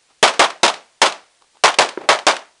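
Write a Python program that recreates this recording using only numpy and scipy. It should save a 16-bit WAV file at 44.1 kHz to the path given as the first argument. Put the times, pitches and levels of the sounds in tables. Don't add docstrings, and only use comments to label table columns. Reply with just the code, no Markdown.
import sys
import numpy as np
from scipy import signal
from scipy.fft import rfft, irfft
from scipy.io import wavfile

SR = 44100
rng = np.random.default_rng(int(sys.argv[2]) if len(sys.argv) > 2 else 0)


def digitize_waveform(pressure):
    field = np.atleast_2d(pressure).T
    bounded = np.clip(field, -1, 1)
    quanta = np.round(bounded * 32767).astype(np.int16)
    wavfile.write(sys.argv[1], SR, quanta)


N = 114660


# t/s, level/dB, bass/dB, treble/dB, side echo/dB (before a common 3.5 dB cut),
# back echo/dB, tail/dB (on top of the common tail levels)
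SHOTS = [(0.2279, 1, 1, -0.5, -9, -25, 0), (0.394, 1.5, -1, -3.5, -7.5, -20, -2.5),
         (0.6320, -1, 2, 0, -8.5, -22, -1.5), (1.0171, 0, 0, -0.5, -6.5, -22.5, -1.5),
         (1.6378, 2.5, -3, -3, -11.5, -21, -13), (1.7866, -1, 2.5, -0.5, -9, -19, -1),
         (2.089, 1.5, -0.5, -3.5, -17.5, -20.5, -6), (2.2674, 0, -0.5, -2.5, -14.5, -18.5, -2.5)]
# side berm t/s, back berm t/s (the back one shrinks as the shooter advances)
ECHO_DELAYS = [(.043, .109), (.039, .108), (.043, .1065), (.040, .1045), (.037, .103), (.029, .102),
               (.032, .0985), (.033, .097)]


def handgun():
    out, shared_paths = np.zeros(N), reflections(BLAST_COLOUR)
    for settings, (side_s, back_s) in zip(SHOTS, ECHO_DELAYS):
        start, db, bass_db, treble_db, side_db, back_db, tail_db = settings
        sound = (muzzle_blast() + near_scatter(shared_paths) + prop_echo()
                 + side_berm_echo(side_s, side_db) + back_berm_echo(back_s, back_db) + range_tail(tail_db))
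        bass, rest = split(sound, 600)
        middle, treble = split(rest, 2500)
        add(out, undb(db) * (undb(bass_db) * bass + middle + undb(treble_db) * treble), start)
    return out


# f/Hz, relative level/dB per Hz
BLAST_COLOUR = [(30, -41.5), (100, -33), (150, -15), (220, -14.5), (400, -4), (490, -4), (600, 2.5),
                (950, 0.5), (1400, -4), (2300, -7), (3300, -7.5), (6000, -13.5), (10000, -22.5)]
PULSE_DB, PULSE_S = -2, 0.001
CRACK_DB, CRACK_DECAY_S = 3, 0.0047


def muzzle_blast():
    t = one_second()
    pulse = undb(PULSE_DB) * (1 - 2 * t / PULSE_S) * (t < PULSE_S)
    noise = colour(rng.standard_normal(SR), BLAST_COLOUR)
    crack = undb(CRACK_DB) * split(noise, 2700)[1] * np.exp(-t / CRACK_DECAY_S)
    return pulse + crack


SCATTER_DB, SCATTER_HOLD_S, SCATTER_T60_S, SCATTER_TREBLE_T60_S = -4.5, 0.0085, 0.22, 0.19
SHARED_POWER = 0.23


def near_scatter(shared_paths):
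    t = one_second()
    own_paths = reflections(BLAST_COLOUR)
    paths = np.sqrt(SHARED_POWER) * shared_paths + np.sqrt(1 - SHARED_POWER) * own_paths
    low, high = split(paths, 2000)
    low = low * envelope(t, 0.00085, SCATTER_HOLD_S, SCATTER_T60_S)
    high = high * envelope(t, 0.0003, SCATTER_HOLD_S, SCATTER_TREBLE_T60_S) * echo_clumps()
    return undb(SCATTER_DB) * (low + high)


# f/Hz, relative level/dB per Hz
BERM_COLOUR = [(30, -44.5), (100, -33), (160, -22), (300, -14.5), (450, -6), (620, 1.5), (1150, 4.5),
               (1700, -4), (3300, -2), (6000, -11.5), (10000, -18.5)]
PROP_DB, PROP_DELAY_S, PROP_RISE_S, PROP_T60_S = -9.5, 0.019, 0.002, 0.029


def prop_echo():
    swell = envelope(one_second() - PROP_DELAY_S, PROP_RISE_S, PROP_RISE_S, PROP_T60_S)
    return undb(PROP_DB) * reflections(BERM_COLOUR) * swell


SIDE_RISE_S, SIDE_HOLD_S, SIDE_T60_S = 0.0066, 0.0092, 0.082


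def side_berm_echo(delay_s, db):
    swell = envelope(one_second() - delay_s, SIDE_RISE_S, SIDE_HOLD_S, SIDE_T60_S)
    return undb(db - 3.5) * reflections(BERM_COLOUR) * swell * echo_clumps()


BACK_RISE_S, BACK_HOLD_S, BACK_T60_S = 0.0012, 0.0028, 0.035


def back_berm_echo(delay_s, db):
    bright = split(reflections(BERM_COLOUR), 1200)[1]
    return undb(db) * bright * envelope(one_second() - delay_s, BACK_RISE_S, BACK_HOLD_S, BACK_T60_S)


# f/Hz, relative level/dB per Hz
TAIL_COLOUR = [(40, -29), (110, -26.5), (200, -10), (400, -5.5), (650, 1), (1150, -3), (1800, -5.5),
               (3300, -9.5), (6000, -15.5), (10000, -27)]
TAIL_RISE_S, TAIL_HOLD_S = 0.05, 0.13
TAIL_DB, TAIL_T60_S = -35, 0.26
FAR_DB, FAR_T60_S = -52, 0.85


def range_tail(db):
    t = one_second()
    fade = undb(TAIL_DB) * envelope(t, TAIL_RISE_S, TAIL_HOLD_S, TAIL_T60_S)
    far_fade = undb(FAR_DB) * envelope(t, TAIL_RISE_S, TAIL_HOLD_S, FAR_T60_S)
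    return undb(db) * reflections(TAIL_COLOUR) * (fade + far_fade)


# f/Hz, relative level/dB, T60 t/s
KNOCK_MODES = [(383, 7, 0.029), (340, -8, 0.038), (940, -3, 0.026), (1370, -3, 0.015), (1550, -1, 0.013),
               (2050, -9, 0.014)]
# f/Hz, relative level/dB per Hz
RATTLE_COLOUR = [(60, -17), (200, -3.5), (380, 4.5), (750, 2), (1200, -7), (1800, -11), (3000, -17.5),
                 (10000, -36)]
KNOCK_START_S, KNOCK_DB, KNOCK_LOW_CUT_HZ = 1.9744, -16, 260
RATTLE_DB, RATTLE_HOLD_S, RATTLE_T60_S = -35.5, 0.063, 0.25


def knock():
    out, t = np.zeros(N), one_second()
    ring = np.zeros(SR)
    for hz, db, t60 in KNOCK_MODES:
        ring += undb(db) * np.sin(2 * np.pi * hz * t) * envelope(t, 0.0006, 0, t60)
    rattle = colour(rng.standard_normal(SR), RATTLE_COLOUR)
    rattle *= envelope(t, 0.0038, RATTLE_HOLD_S, RATTLE_T60_S) * patchy(SR, depth_db=2.8, patch_s=0.004)
    ring = low_cut(ring, KNOCK_LOW_CUT_HZ, order=2)
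    add(out, undb(KNOCK_DB) * ring + undb(RATTLE_DB) * rattle, KNOCK_START_S)
    return out


# t/s, length t/s, level/dB
SCUFFS = [(0.083, 0.055, -57), (1.407, 0.046, -54), (1.53, 0.069, -56.5)]
# f/Hz, relative level/dB per Hz
SCUFF_COLOUR = [(60, -40), (200, -5), (350, 3), (550, 1), (750, 9.5), (1150, 7.5), (1700, -6), (4000, -5),
                (10000, -17)]


def scuffs():
    out, t = np.zeros(N), one_second()
    for start, length, db in SCUFFS:
        grit = colour(rng.standard_normal(SR), SCUFF_COLOUR) * patchy(SR, depth_db=6.0, patch_s=0.00375)
        swell = np.sin(np.pi * np.minimum(t / length, 1))
        add(out, undb(db) * grit * swell, start)
    return out


# f/Hz, relative level/dB per Hz
HISS_COLOUR = [(20, 14.5), (60, 5), (130, -1.5), (250, -6), (400, -2), (750, -1.5), (1200, -3.5),
               (2000, -2.5), (4000, -2.5), (7000, -4), (10000, -5.5)]
HISS_DB = -58


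def background_hiss():
    return undb(HISS_DB) * colour(rng.standard_normal(N), HISS_COLOUR)


ARRIVALS_PER_S, DISTINCT_POWER = 2000, 0.47


def reflections(points):
    chance = ARRIVALS_PER_S / SR
    hits = rng.random(SR) < chance
    arrivals = hits * np.sign(rng.standard_normal(SR)) / np.sqrt(chance)
    wash = rng.standard_normal(SR)
    return colour(np.sqrt(DISTINCT_POWER) * arrivals + np.sqrt(1 - DISTINCT_POWER) * wash, points)


def patchy(size, depth_db, patch_s):
    steps = rng.standard_normal(2048)
    place = np.arange(size) / SR / patch_s
    return undb(depth_db * np.interp(place, np.arange(len(steps)), steps))


def echo_clumps():
    return patchy(SR, depth_db=3, patch_s=0.0018)


def envelope(t, rise, hold, t60):
    return np.clip(t / rise, 0, 1) * np.exp(-np.log(1000) * np.maximum(t - hold, 0) / t60)


EDGE_HZ = 14200


def colour(x, points):
    hz, db = np.array(points, float).T
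    f = np.maximum(np.fft.rfftfreq(len(x), 1 / SR), 1)
    gain = undb(np.interp(np.log(f), np.log(hz), db)) / np.sqrt(1 + (f / EDGE_HZ) ** 20)
    cepstrum = irfft(np.log(gain / np.sqrt(np.mean(gain ** 2))), len(x))
    fold = 1 + np.sign(np.fft.fftfreq(len(x)))
    return irfft(rfft(x) * np.exp(rfft(cepstrum * fold)), len(x))


def split(x, hz):
    low = signal.sosfiltfilt(signal.butter(2, hz, fs=SR, output="sos"), x)
    return low, x - low


def low_cut(x, hz, order):
    return signal.sosfilt(signal.butter(order, hz, "high", fs=SR, output="sos"), x)


def high_cut(x, hz):
    return signal.sosfiltfilt(signal.ellip(8, 0.1, 45, hz, fs=SR, output="sos"), x)


def undb(db):
    return 10 ** (np.asarray(db) / 20)


def one_second():
    return np.arange(SR) / SR


def add(out, x, start):
    i = int(start * SR)
    out[i:i + len(x)] += x[:len(out) - i]


def scene():
    mono = handgun() + knock() + scuffs() + background_hiss()
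    return np.array([mono, mono])


DRIVE_CEILING, CLIP_PEAK = 0.94, 0.98
LOW_CUT_HZ, TOP_HZ = 200, 10000
SPILL_DB = -33.5


def record(dry):
    squashed = DRIVE_CEILING * np.tanh(dry / DRIVE_CEILING)
    thinned = low_cut(squashed, LOW_CUT_HZ, order=1)
    narrow = high_cut(thinned, TOP_HZ) + undb(SPILL_DB) * thinned
    return high_cut(np.clip(narrow, -CLIP_PEAK, CLIP_PEAK), EDGE_HZ)


dry = scene()
out = record(dry)
digitize_waveform(out)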